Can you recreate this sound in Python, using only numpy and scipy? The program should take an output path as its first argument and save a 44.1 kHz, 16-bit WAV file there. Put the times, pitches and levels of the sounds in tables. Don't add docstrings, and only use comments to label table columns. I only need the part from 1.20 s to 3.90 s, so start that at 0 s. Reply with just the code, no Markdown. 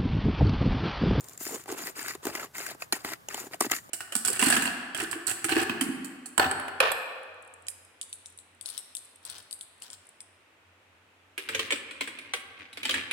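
import sys
import numpy as np
from scipy import signal
from scipy.fft import rfft, irfft
from scipy.io import wavfile
from scipy.ndimage import uniform_filter1d

SR = 44100
rng = np.random.default_rng(int(sys.argv[2]) if len(sys.argv) > 2 else 0)


def waveform_to_disk(signal):
    frames = np.transpose(np.atleast_2d(signal))
    scaled = np.clip(frames, -1, 1) * 32767
    samples = np.round(scaled).astype(np.int16)
    wavfile.write(sys.argv[1], SR, samples)


def attenuation_scalar(level_db):
    decades = np.asarray(level_db, float) / 20
    return 10 ** decades


N = 119070

# (frequency [Hz], density [dB per Hz])
AIR_SHARED = [(15, -58), (25, -31), (129, -5.5), (274, -19), (457, -17.5), (1380, -23), (1530, -20),
              (2560, -30), (15500, -29.5)]
AIR_DIFFERENCE = [(15, -44), (25, -24.5), (684, -22.5), (762, -24), (919, -17), (997, -30), (1200, -12.5),
                  (1340, -25), (15500, -51)]
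# (time [s], level [dB], pitch [Hz],
# decay [s])
CHIPS = [(0.4802, -27.5, 870, 0.0025), (0.491, -31, 1500, .002), (0.5, -31.5, 414, 0.025),
         (0.517, -27, 7070, 0.0024), (1.724, -14, 4110, 0.0031), (1.724, -14, 9700, 0.0021),
         (1.7245, -24, 6690, 0.0053), (1.726, -20, 840, 0.0026), (1.729, -28, 9330, 0.0036),
         (1.765, -31.5, 10100, .002), (2.086, -25, 2810, 0.0021), (2.0861, -22.5, 6940, .002),
         (2.087, -30, 5760, .002), (2.144, -24, 3070, 0.0023), (2.405, -22, 8430, 0.0038),
         (2.4057, -13, 10100, 0.0019), (2.4074, -16, 5820, 0.0028), (2.406, -25, 8700, .0015),
         (2.409, -16, 1123, 0.0031), (2.411, -21.5, 9100, 0.0026), (2.422, -22, 8600, 0.0034),
         (2.514, -15.5, 7030, 0.0038), (2.517, -28, 5100, 0.0015), (2.563, -38, 7100, 0.0026),
         (0.222, -36, 13600, 0.022), (0.241, -31, 7100, .002), (1.392, -26, 6860, 0.0023),
         (1.512, -33.5, 705, .004)]
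# (time [s], level [dB], pitch [Hz], decay [s])
CRUNCHES = [(0.308, -36, 470, 0.0046), (0.326, -34, 454, 0.01), (0.343, -33, 424, 0.01),
            (0.365, -39, 493, 0.0071), (0.595, -36, 324, .01), (0.615, -40, 372, 0.0074),
            (0.638, -43, 193, 0.014), (0.763, -41, 1500, 0.0027), (0.814, -33, 1680, .004),
            (0.846, -34.5, 1450, 0.0055), (1.093, -31, 334, 0.0087), (1.113, -35.5, 340, 0.0087),
            (1.156, -25, 2050, 0.0036), (1.207, -33.5, 1700, .004), (1.228, -31.5, 1294, 0.0058),
            (1.243, -34.5, 1090, 0.0046), (1.355, -38, 1080, 0.0038), (1.622, -31, 696, 0.0028),
            (2.454, -34, 400, 0.01), (1.065, -52, 70, .015), (1.723, -53, 70, .015),
            (1.846, -47.5, 85.5, .015), (2.409, -52, 70, .015), (2.516, -49, 85, .015)]
# (start [s], length [s], body level [dB], shell level [dB], burr level [dB])
TWISTS = [(0, 0.15, -62, -69, -59.5), (0.207, 0.071, -58.5, -53.5, -43), (0.298, 0.062, -47.5, -53.5, -46),
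          (0.38, 0.039, -57.5, -59, -53), (0.487, 0.056, -42, -52, -48), (0.576, 0.12, -47, -47, -46),
          (0.769, 0.14, -51.5, -48, -47.5), (0.882, 0.064, -70, -53.5, -55.5),
          (1.043, 0.059, -45, -48.5, -48.5), (1.137, 0.11, -46, -48.5, -50),
          (1.357, 0.16, -51.5, -46.5, -47.5), (1.61, 0.024, -58.5, -54, -53.5),
          (1.743, 0.017, -48.5, -43, -44.5), (1.806, 0.012, -59, -59.5, -59),
          (1.853, 0.075, -46.5, -44, -48), (2.106, 0.099, -53, -45.5, -48.5),
          (2.202, 0.067, -53, -63, -52.5), (2.328, 0.017, -52.5, -53, -55.5),
          (2.419, 0.037, -59, -40.5, -41), (2.51, 0.063, -54, -48, -42), (2.6, 0.15, -83, -70, -66)]
# (time [s], crack level [dB], crack pitch [Hz], body share [dB], burr share [dB])
SNAPS = [(0.006, -50, 660, -13, 22), (0.041, -48, 643, -19, 13), (0.084, -50, 720, -3.5, 21),
         (0.094, -44, 605, -24, 12.5), (0.133, -48, 630, -17, 14), (0.175, -46.5, 4940, -13, 20.5),
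         (0.208, -34.5, 657, -7, -7), (0.251, -34.5, 5700, -23, 12), (0.264, -28, 1790, -6.5, -17),
         (0.29, -29.5, 950, -16, -7), (0.344, -41, 850, 5, -10), (0.437, -49, 1620, -17, 14),
         (0.457, -35, 830, -8.5, -6), (0.479, -46, 840, -18, -20), (0.522, -28.5, 744, -3, 5.5),
         (0.581, -32, 950, -13, -22), (0.669, -25.5, 1880, -28, 4), (0.678, -28.5, 1870, -31, -12),
         (0.791, -29.5, 1814, -35, -11), (0.859, -28, 1660, -29, -13), (0.881, -25, 1756, -32, 2.5),
         (0.906, -28.5, 1770, -28, -15), (0.95, -42, 620, 7.5, 11),
         (1.052, -22.5, 933, -5.5, 2.5), (1.067, -23, 765, 0, 4), (1.15, -23.5, 2060, -9, 1.5),
                (1.195, -28, 2150, -22, -1), (1.381, -27.5, 2000, -17, 5), (1.401, -28.5, 1650, -11.5, -8),
                (1.463, -23.5, 1574, -44, 1), (1.498, -32, 1910, -11, -20), (1.547, -39.5, 620, -4.5, -1),
                (1.6203, -21.5, 2500, -37, -6), (1.7236, -17.5, 1406, -13.5, 3),
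                (1.729, -19.5, 2230, -12, 2), (1.764, -29.5, 780, -36, -4), (1.846, -22, 2090, -11, -11),
                (1.917, -29, 1160, -12, -17), (1.933, -24.5, 2010, -44, 1.5),
         (2.0848, -29, 810, -11.5, 2.5), (2.143, -24.5, 846, -11.5, 5), (2.177, -26, 800, -43, -5),
              (2.239, -38.5, 780, -1.5, -15), (2.267, -37, 770, -3, -11), (2.31, -40, 1020, -7.5, -15),
              (2.332, -28, 1430, -19, -7), (2.342, -23, 694, -17.5, -4.5), (2.406, -19, 1407, -10.5, 4.5),
              (2.408, -11.5, 777, -11, 1.5), (2.42, -21.5, 1000, -9, -3), (2.437, -38, 1760, -6, -8),
              (2.446, -29.5, 775, 0.5, -9), (2.463, -30, 660, 0, 1), (2.497, -26.5, 1930, -30, -10),
              (2.512, -18.5, 764, -15, 5.5), (2.516, -12, 2054, -18.5, -2), (2.528, -21, 1430, -19, -29),
              (2.534, -20.5, 2050, -14.5, -22), (2.549, -26.5, 1850, -30, -8),
              (2.563, -26.5, 1820, -44, -2), (2.584, -32.5, 2010, -26, -17), (2.691, -37, 606, -16, -5)]
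# (frequency [Hz], width [Hz], level [dB])
BODY_MODES = [(287, 94, -0.5), (417, 111, -1), (660, 215, 0), (950, 1240, -7)]
SHELL_MODES = [(1447, 400, -1.5), (1865, 178, 5.5), (2053, 434, 0.5), (2840, 630, -3), (4000, 3600, -9.5),
               (4980, 420, -1.5)]
BURR_MODES = [(7120, 340, 10), (8420, 500, 8), (9420, 5700, -1), (11510, 460, -4.5), (15700, 6600, -4)]

BODY, SHELL, BURR = 0, 1, 2
AIR_SHARED_DB, AIR_DIFFERENCE_DB = -59, -61
TABLE_DB, TABLE_T60_S = -13, 0.08
PING_RISE_S, PING_ROUGH = 0.00052, 0.11
PING_LAG_S, PING_PAN_DB = 0.00009, -0.5
JOLT_HZ = 55.3
ATTACK_S, RELEASE_S = 0.03, 0.027
UNEVEN_DB, UNEVEN_PER_S = -1.9, 8.8
GRIT_PER_S, GRIT_SPREAD_DB, RUB_DB = (400, 1100, 3000), 1.8, -8
SNAP_RISE_S, SNAP_DECAY_S, SNAP_DB = 0.0016, (0.0042, 0.0031, 0.002), (1.5, -1.5, -1)
KNOCK_DB = -8
BRIGHT_HZ = 1430
PATCH_DB, PATCH_PER_S = 3, 136
SNAP_PATCH = 0.34
LAG_S, PAN_DB = (0.000076, 0.00009, 0), (-0.5, 2.5, 1.5)
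WIDE_DB = (-9, -6.5, -3)
EDGE_HZ, EDGE_DB = 10570, 8
MILL_LOW_HZ = 183
TOP_HZ, TOP_DB, CUT_HZ = 15500, -24, 16500


def unit(x):
    return x / np.sqrt(np.mean(x ** 2))


def walk(rate):
    k = int(SR / rate)
    once = uniform_filter1d(rng.standard_normal(N), k)
    return unit(uniform_filter1d(once, k))


def highpass(x, order, hz):
    return signal.sosfilt(signal.butter(order, hz, "high", fs=SR, output="sos"), x)


def coloured(points):
    f = np.fft.rfftfreq(N, 1 / SR) + 1
    hz, db = np.array(points).T
    shape = attenuation_scalar(np.interp(np.log(f), np.log(hz), db))
    return unit(irfft(rfft(rng.standard_normal(N)) * shape, N))


def air():
    mid = attenuation_scalar(AIR_SHARED_DB + 0.15 * walk(43)) * coloured(AIR_SHARED)
    side = attenuation_scalar(AIR_DIFFERENCE_DB + 3.0 * walk(17)) * coloured(AIR_DIFFERENCE)
    return np.array([mid + side, mid - side])


def table_scatter(x):
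    t = np.arange(SR // 8) / SR
    h = rng.standard_normal(len(t)) * attenuation_scalar(-60 * t / TABLE_T60_S)
    return attenuation_scalar(TABLE_DB) * signal.fftconvolve(x, h / np.sqrt(np.sum(h ** 2)))[:N]


def pings(rows):
    out = np.zeros((2, 2 * N))
    d = np.arange(SR // 10) / SR
    for start, db, hz, decay in rows:
        jitter = rng.standard_normal((2, len(d)))
        env = attenuation_scalar(db) * (1 - np.exp(-(d / PING_RISE_S) ** 2)) * np.exp(-d / decay)
        drift = PING_ROUGH * np.sqrt(hz / 5000) * np.cumsum(jitter[0] + 0.56 * jitter, axis=1)
        lag = np.array([[PING_LAG_S * (hz < 6000)], [0]])
        i = int(start * SR)
        out[:, i:i + len(d)] += env * np.sin(2 * np.pi * hz * (d - lag) + drift)
    pan = attenuation_scalar(np.array([[PING_PAN_DB], [-PING_PAN_DB]]) / 2)
    return highpass(out[:, :N], 2, JOLT_HZ) * pan


def crunches():
    return pings(CRUNCHES)


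def chips():
    return pings(CHIPS)


def effort(t, part):
    total = np.zeros(N)
    for row in TWISTS:
        start, length, level = row[0], row[1], row[2 + part]
        swell = np.clip((t - start) / ATTACK_S + 1, 0, 1) ** 2
        fade = np.exp(-np.maximum(t - start - length, 0) / RELEASE_S * 2)
        total += attenuation_scalar(level) * swell * fade
    return total


def grit(part):
    sign, rub = rng.standard_normal((2, N))
    struck = rng.random(N) < GRIT_PER_S[part] / SR
    clicks = struck * np.sign(sign) * attenuation_scalar(GRIT_SPREAD_DB * rng.exponential(size=N))
    return unit(clicks) + attenuation_scalar(RUB_DB) * rub


def snaps(part):
    burst, tone = np.zeros(2 * N), np.zeros(2 * N)
    d = np.arange(SR // 20) / SR
    env = (1 - np.exp(-(d / SNAP_RISE_S) ** 2)) * np.exp(-(d / SNAP_DECAY_S[part]) ** 1.11)
    knock = attenuation_scalar(KNOCK_DB) * np.sin(np.pi * np.minimum(d / SNAP_RISE_S, 1))
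    for start, db, hz, body_db, burr_db in SNAPS:
        size = attenuation_scalar(db + (body_db, 0, burr_db)[part])
        noise = rng.standard_normal(len(d))
        push = env * np.sign(noise)
        i = int(start * SR)
        if part == BODY:
            push = push + knock
        if part == SHELL:
            push = push * min(hz / BRIGHT_HZ, 1) ** 2
            tone[i:i + len(d)] += size * env * np.sin(2 * np.pi * hz * d + 0.13 * np.cumsum(noise))
        burst[i:i + len(d)] += size * attenuation_scalar(SNAP_DB[part]) * push
    return burst[:N], tone[:N]


def ring(drives, modes):
    total = 0
    for k, (hz, width, db) in enumerate(modes):
        b, a = signal.iirpeak(hz, hz / width, SR)
        total = total + (-1) ** k * attenuation_scalar(db) * signal.lfilter(b, a, drives[k])
    return total


def ports(shared, other, part):
    shift = np.exp(-2j * np.pi * np.fft.rfftfreq(N, 1 / SR) * LAG_S[part])
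    late = irfft(rfft(shared) * shift, N)
    fizz = attenuation_scalar(EDGE_DB) * highpass(other, 4, EDGE_HZ)
    left = attenuation_scalar(PAN_DB[part] / 2) * (late + other + fizz)
    right = attenuation_scalar(-PAN_DB[part] / 2) * (shared - other)
    return left, right


def mill():
    t, out = np.arange(N) / SR, 0
    load = walk(UNEVEN_PER_S)
    for part, modes in enumerate((BODY_MODES, SHELL_MODES, BURR_MODES)):
        click = np.eye(1, 4096)[0]
        gain = 1 / np.sqrt(np.sum(ring([click] * len(modes), modes) ** 2))
        uneven = attenuation_scalar(UNEVEN_DB * (0.31 * load + 0.23 * walk(UNEVEN_PER_S)))
        push = grit(part) * effort(t, part) * uneven
        burst, tone = snaps(part)
        patch_db = np.array([PATCH_DB * walk(PATCH_PER_S) for _ in modes])
        drives = push * attenuation_scalar(patch_db) + burst * attenuation_scalar(SNAP_PATCH * patch_db)
        shared = gain * ring(drives, modes) + tone
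        scrambled = drives * np.sign(rng.standard_normal(N))
        other = attenuation_scalar(WIDE_DB[part]) * gain * ring(scrambled, modes)
        out = out + np.array([p + table_scatter(p) for p in ports(shared, other, part)])
    return highpass(out, 3, MILL_LOW_HZ)


def scene():
    return air() + crunches() + chips() + mill()


def band_limit(x):
    return signal.sosfilt(signal.butter(12, 16630, fs=SR, output="sos"), x)


def record(dry):
    low = signal.sosfiltfilt(signal.butter(12, TOP_HZ, fs=SR, output="sos"), dry)
    top = signal.sosfiltfilt(signal.butter(16, CUT_HZ, fs=SR, output="sos"), dry - low)
    return band_limit(low + attenuation_scalar(TOP_DB) * top)


dry = scene()
out = record(dry)
waveform_to_disk(out)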